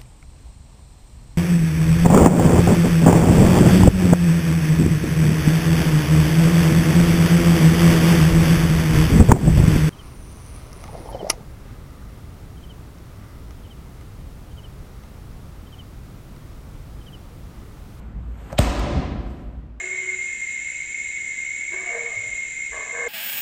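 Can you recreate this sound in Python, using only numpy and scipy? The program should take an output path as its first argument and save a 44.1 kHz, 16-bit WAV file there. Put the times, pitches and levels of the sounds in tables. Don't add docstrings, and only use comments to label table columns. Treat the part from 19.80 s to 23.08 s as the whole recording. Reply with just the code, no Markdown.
import sys
import numpy as np
from scipy import signal
from scipy.fft import rfft, irfft, next_fast_len
from scipy.io import wavfile
from scipy.ndimage import map_coordinates

SR = 44100
rng = np.random.default_rng(int(sys.argv[2]) if len(sys.argv) > 2 else 0)


def pcm_store(signal):
    levels = np.round(np.clip(np.atleast_2d(signal), -1, 1) * 32767)
    wavfile.write(sys.argv[1], SR, levels.astype(np.int16).T)


N = 144648


def amp(db):
    return 10 ** (np.asarray(db) / 20)


def unit(x):
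    return x / np.sqrt(np.mean(np.abs(x) ** 2) + 1e-20)


def clock():
    return np.arange(N) / SR


def along(points, hz):
    f, v = np.transpose(points)
    return np.interp(np.log(hz + 1), np.log(f + 1), v)


def curve(rows):
    return np.interp(clock(), *np.transpose(rows))


def wobble(rate):
    return map_coordinates(rng.standard_normal(4096), [clock() * rate], mode="wrap")


def filtered(x, response):
    m = next_fast_len(N + SR // 2)
    return irfft(rfft(x, m) * response(np.fft.rfftfreq(m, 1 / SR)), m)[:N]


def noise(spectrum):
    return unit(filtered(rng.standard_normal(N), lambda hz: amp(along(spectrum, hz))))


def tone(pitch_hz, spread_hz, rough):
    m = next_fast_len(N)
    bell = np.exp(-(np.fft.fftfreq(m, 1 / SR) / (2 * spread_hz)) ** 4)
    random_spectrum = rng.standard_normal(m) + 1j * rng.standard_normal(m)
    flutter = unit(np.fft.ifft(bell * random_spectrum)[:N])
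    share = np.clip(rough, 0, 1)
    turns = np.cumsum(pitch_hz * np.ones(N)) / SR + rng.random()
    steady_and_rough = np.sqrt(1 - share) + np.sqrt(share) * flutter
    return unit(np.real(steady_and_rough * np.exp(2j * np.pi * turns)))


def swell(start, length):
    attack_s, release_s = 0.035, 0.031
    t = clock() - start
    return np.clip(t / attack_s, 0, 1) * np.exp(-np.maximum(t - length, 0) / release_s)


def throat(x, resonances):
    def ring(f, hz, width):
        return (1j * f * width / (hz * hz - f * f + 1j * f * width)) ** 2

    def response(f):
        power = sum(np.abs(amp(db) * ring(f, hz, width)) ** 2 for hz, width, db in resonances)
        return np.sqrt(power)

    return unit(filtered(x, response))


def roars():
    # start in seconds, length in seconds, level in dB,
    # middle over lower resonances in dB, upper over lower resonances in dB, main resonance in Hz.
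    roar_rows = [(-.05, 0.094, -40.5, -3.5, 8.5, 681), (.06, .2, -53.5, -1, 2.5, 657.4),
                 (1.897, 0.071, -40, -4.5, 6, 659.2), (1.97, 0.13, -44, 1.5, 7, 681),
                 (2.083, 0.1, -38, -11, -1, 667), (2.23, 0.11, -51.5, 1, -6.5, 701),
                 (2.912, .09, -36.5, -3.5, -0.5, 653.5), (3.038, 0.12, -44.5, -1, -4, 653.4),
                 (3.128, .17, -35, -6, 2, 652.6)]
    # frequency in Hz, width in Hz before the sides are steepened, relative level in dB.
    low_rows = [(481, 150, -1.5), (579, 120, -3), (657, 59, 3.5), (796, 220, -9)]
    mid_rows = [(950, 50, -9), (1040, 80, -2), (1140, 70, 0), (1265, 60, -8)]
    high_rows = [(1545, 60, -9), (1630, 60, -2), (1765, 85, 0), (1900, 70, -10)]
    flap_hz, scatter_cycles, air = 94.3, 0.1518, 0.79
    untuned_hz = 660

    count = 1024
    times = (np.arange(count) + scatter_cycles * rng.standard_normal(count)) / flap_hz
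    sizes = amp(2 * rng.standard_normal(count))
    flaps = np.bincount(np.abs(times * SR).astype(int), sizes, N)[:N]
    rasp = unit(flaps) + air * rng.standard_normal(N)
    low, mid, high = (throat(rasp, rows) for rows in (low_rows, mid_rows, high_rows))
    samples = np.arange(N)
    out = np.zeros(N)
    for start, length, db, mid_db, high_db, throat_hz in roar_rows:
        mixed = low + amp(mid_db) * mid + amp(high_db) * high
        voice = np.interp(samples * throat_hz / untuned_hz % N, samples, mixed)
        out += amp(db) * swell(start, length) * unit(voice)
    return out


def forest(x):
    # frequency in Hz, time to fade by 60 dB in seconds.
    fade_times = [(100, 0.3), (500, 1.03), (1500, 1.5), (4000, 0.74)]
    hz, t, z = signal.stft(rng.standard_normal(SR), SR, nperseg=256)
    fade = amp(-60 * t / along(fade_times, hz)[:, None])
    tail = signal.istft(z * fade, SR, nperseg=256)[1]
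    return signal.fftconvolve(x, tail / np.linalg.norm(tail))[:N]


def drone():
    # time in seconds, pitch in Hz.
    lead_pitch = [(0, 2226), (.4, 2204), (.8, 2223), (1.1, 2232), (1.5, 2196), (2.05, 2235), (2.5, 2215),
                  (3.28, 2211)]
    # time in seconds, level in dB.
    lead_level = [(0, -46), (.2, -32), (.55, -39.5), (.7, -49), (1.0, -34.5), (1.2, -34), (1.5, -35),
                  (2.0, -33), (2.35, -35), (2.5, -39.5), (2.95, -40.5), (3.28, -36)]
    chorus_level = [(0, -33), (.22, -28), (.43, -29), (.53, -32), (.63, -28.5), (.82, -29.5), (1.03, -34),
                    (1.25, -31.5), (1.7, -32.5), (2.0, -31), (2.5, -32), (3.0, -31), (3.28, -27.5)]
    # mean pitch in Hz, flutter spread in Hz, relative level in dB, roughness from 0 to 1.
    chorus_rows = [(2147, 9, -3, .45), (2120, 12, -9.5, .8), (2090, 10, -8.5, .7)]
    # mean pitch in Hz, flutter spread in Hz, level in dB before their shared change.
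    far_rows = [(1370, 14, -70.5), (1555, 20, -64), (1745, 18, -55), (1819, 6, -57.5), (1875, 16, -60),
                (1960, 28, -54), (2166, 72, -44.5), (2305, 29, -59.5), (2498, 30, -51), (2620, 9.5, -56.5),
                (2650, 33, -61.5), (2810, 41, -63.5), (2912, 15, -62), (3096, 19, -65), (3917, 23, -63),
                (4870, 26, -71.5), (8070, 15, -60.5), (8630, 24, -78.5)]
    # time in seconds, change in dB.
    far_level = [(0, 2), (1.1, 2.1), (1.45, 1.2), (2.2, -0.1), (2.7, 1), (3.28, -0.1)]

    pitch = curve(lead_pitch)
    drift = pitch / pitch.mean()
    lead = amp(curve(lead_level)) * tone(pitch, spread_hz=11.6, rough=0.32)
    chorus = unit(sum(amp(db) * tone(hz * drift, spread, rough) for hz, spread, db, rough in chorus_rows))
    far = sum(amp(db) * tone(hz * drift, spread, rough=0.95) for hz, spread, db in far_rows)
    return lead + amp(curve(chorus_level)) * chorus + amp(curve(far_level)) * far


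def shimmer():
    # frequency in Hz, relative level in dB per Hz.
    hiss_colour = [(4700, -65.5), (5200, -29), (5600, -20.5), (5850, -19), (6150, -11), (6350, -10),
                   (6600, -17), (7020, -1.5), (7300, 1), (7560, -3), (7850, -18.5), (8150, -10.5),
                   (8420, -54), (9000, -70.5)]
    level_db, flutter_db = -39, 0.3
    return amp(level_db + flutter_db * wobble(64)) * noise(hiss_colour)


def wash():
    # frequency in Hz, relative level in dB per Hz.
    wash_colour = [(15, -2.5), (40, 0.5), (100, -5), (200, -6), (400, -10), (800, -17), (1300, -19),
                   (1700, -11), (2400, -11.5), (3000, -11.5), (3800, -11), (4600, -20), (5100, -26.5),
                   (8400, -33), (10000, -35.5), (13000, -43), (14500, -35.5)]
    return amp(-49.5) * noise(wash_colour)


def hoots():
    # start in seconds, length in seconds, level in dB, growth to the end in dB,
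    # first pitch in Hz, last pitch in Hz, roughness of the fundamental from 0 to 1.
    hoot_rows = [(.005, 0.14, -43, 0.5, 368, 373, 0.37), (0.203, 0.15, -40.5, -4.5, 370, 368.6, 0.12),
                 (1.902, .05, -40.5, 3.8, 363.5, 369, 0.27), (2, 0.065, -39, -5, 378, 363, .2),
                 (2.038, 0.063, -40, 1.5, 724, 699, 0), (2.107, 0.17, -38.5, 2, 474, 464.8, 0.1),
                 (2.125, 0.079, -39, -2, 668, 646, .4), (2.298, 0.18, -49, -2, 622, 603, 0.5),
                 (3.102, 0.24, -42.5, 14.5, 482, 462, 0.37)]
    harmonic_levels = [-2.5, -24.5, -25.5, -14]
    out = np.zeros(N)
    for start, length, db, growth_db, first_hz, last_hz, rough in hoot_rows:
        progress = np.clip((clock() - start) / length, 0, 1)
        glide = first_hz + (last_hz - first_hz) * progress
        pitch = glide * (1 + 0.008 * wobble(40))
        voice = sum(amp(level_db) * tone(k * pitch, spread_hz=14.7, rough=k * rough)
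                    for k, level_db in enumerate(harmonic_levels, 1))
        out += amp(db + growth_db * progress) * swell(start, length) * voice
    return out


def bumps():
    # start in seconds, pitch in Hz, level in dB before the soft rise and the decay,
    # time to fade by 60 dB in seconds.
    bump_rows = [(2.352, 107.3, -29.5, 0.2), (2.44, 112.4, -39, 0.34), (2.48, 47.2, -40.5, 0.54),
                 (2.89, 51.73, -30, 0.18)]
    rise_s = 0.028
    out = np.zeros(N)
    for start, hz, db, t60 in bump_rows:
        t = np.maximum(clock() - start, 0)
        rise = 1 - np.exp(-(t / rise_s) ** 2)
        out += amp(db - 60 * t / t60) * rise * np.sin(2 * np.pi * hz * t)
    return out


def scene():
    direct_db, roar_forest_db, hoot_forest_db = -0.5, -3.5, -7
    roar, hoot = roars(), hoots()
    direct = amp(direct_db) * (roar + hoot)
    scattered = forest(amp(roar_forest_db) * roar + amp(hoot_forest_db) * hoot)
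    return (direct + scattered + drone() + shimmer() + wash() + bumps())[None]


def record(dry):
    return filtered(dry[0], lambda hz: hz < 15200)[None]


dry = scene()
out = record(dry)
pcm_store(out)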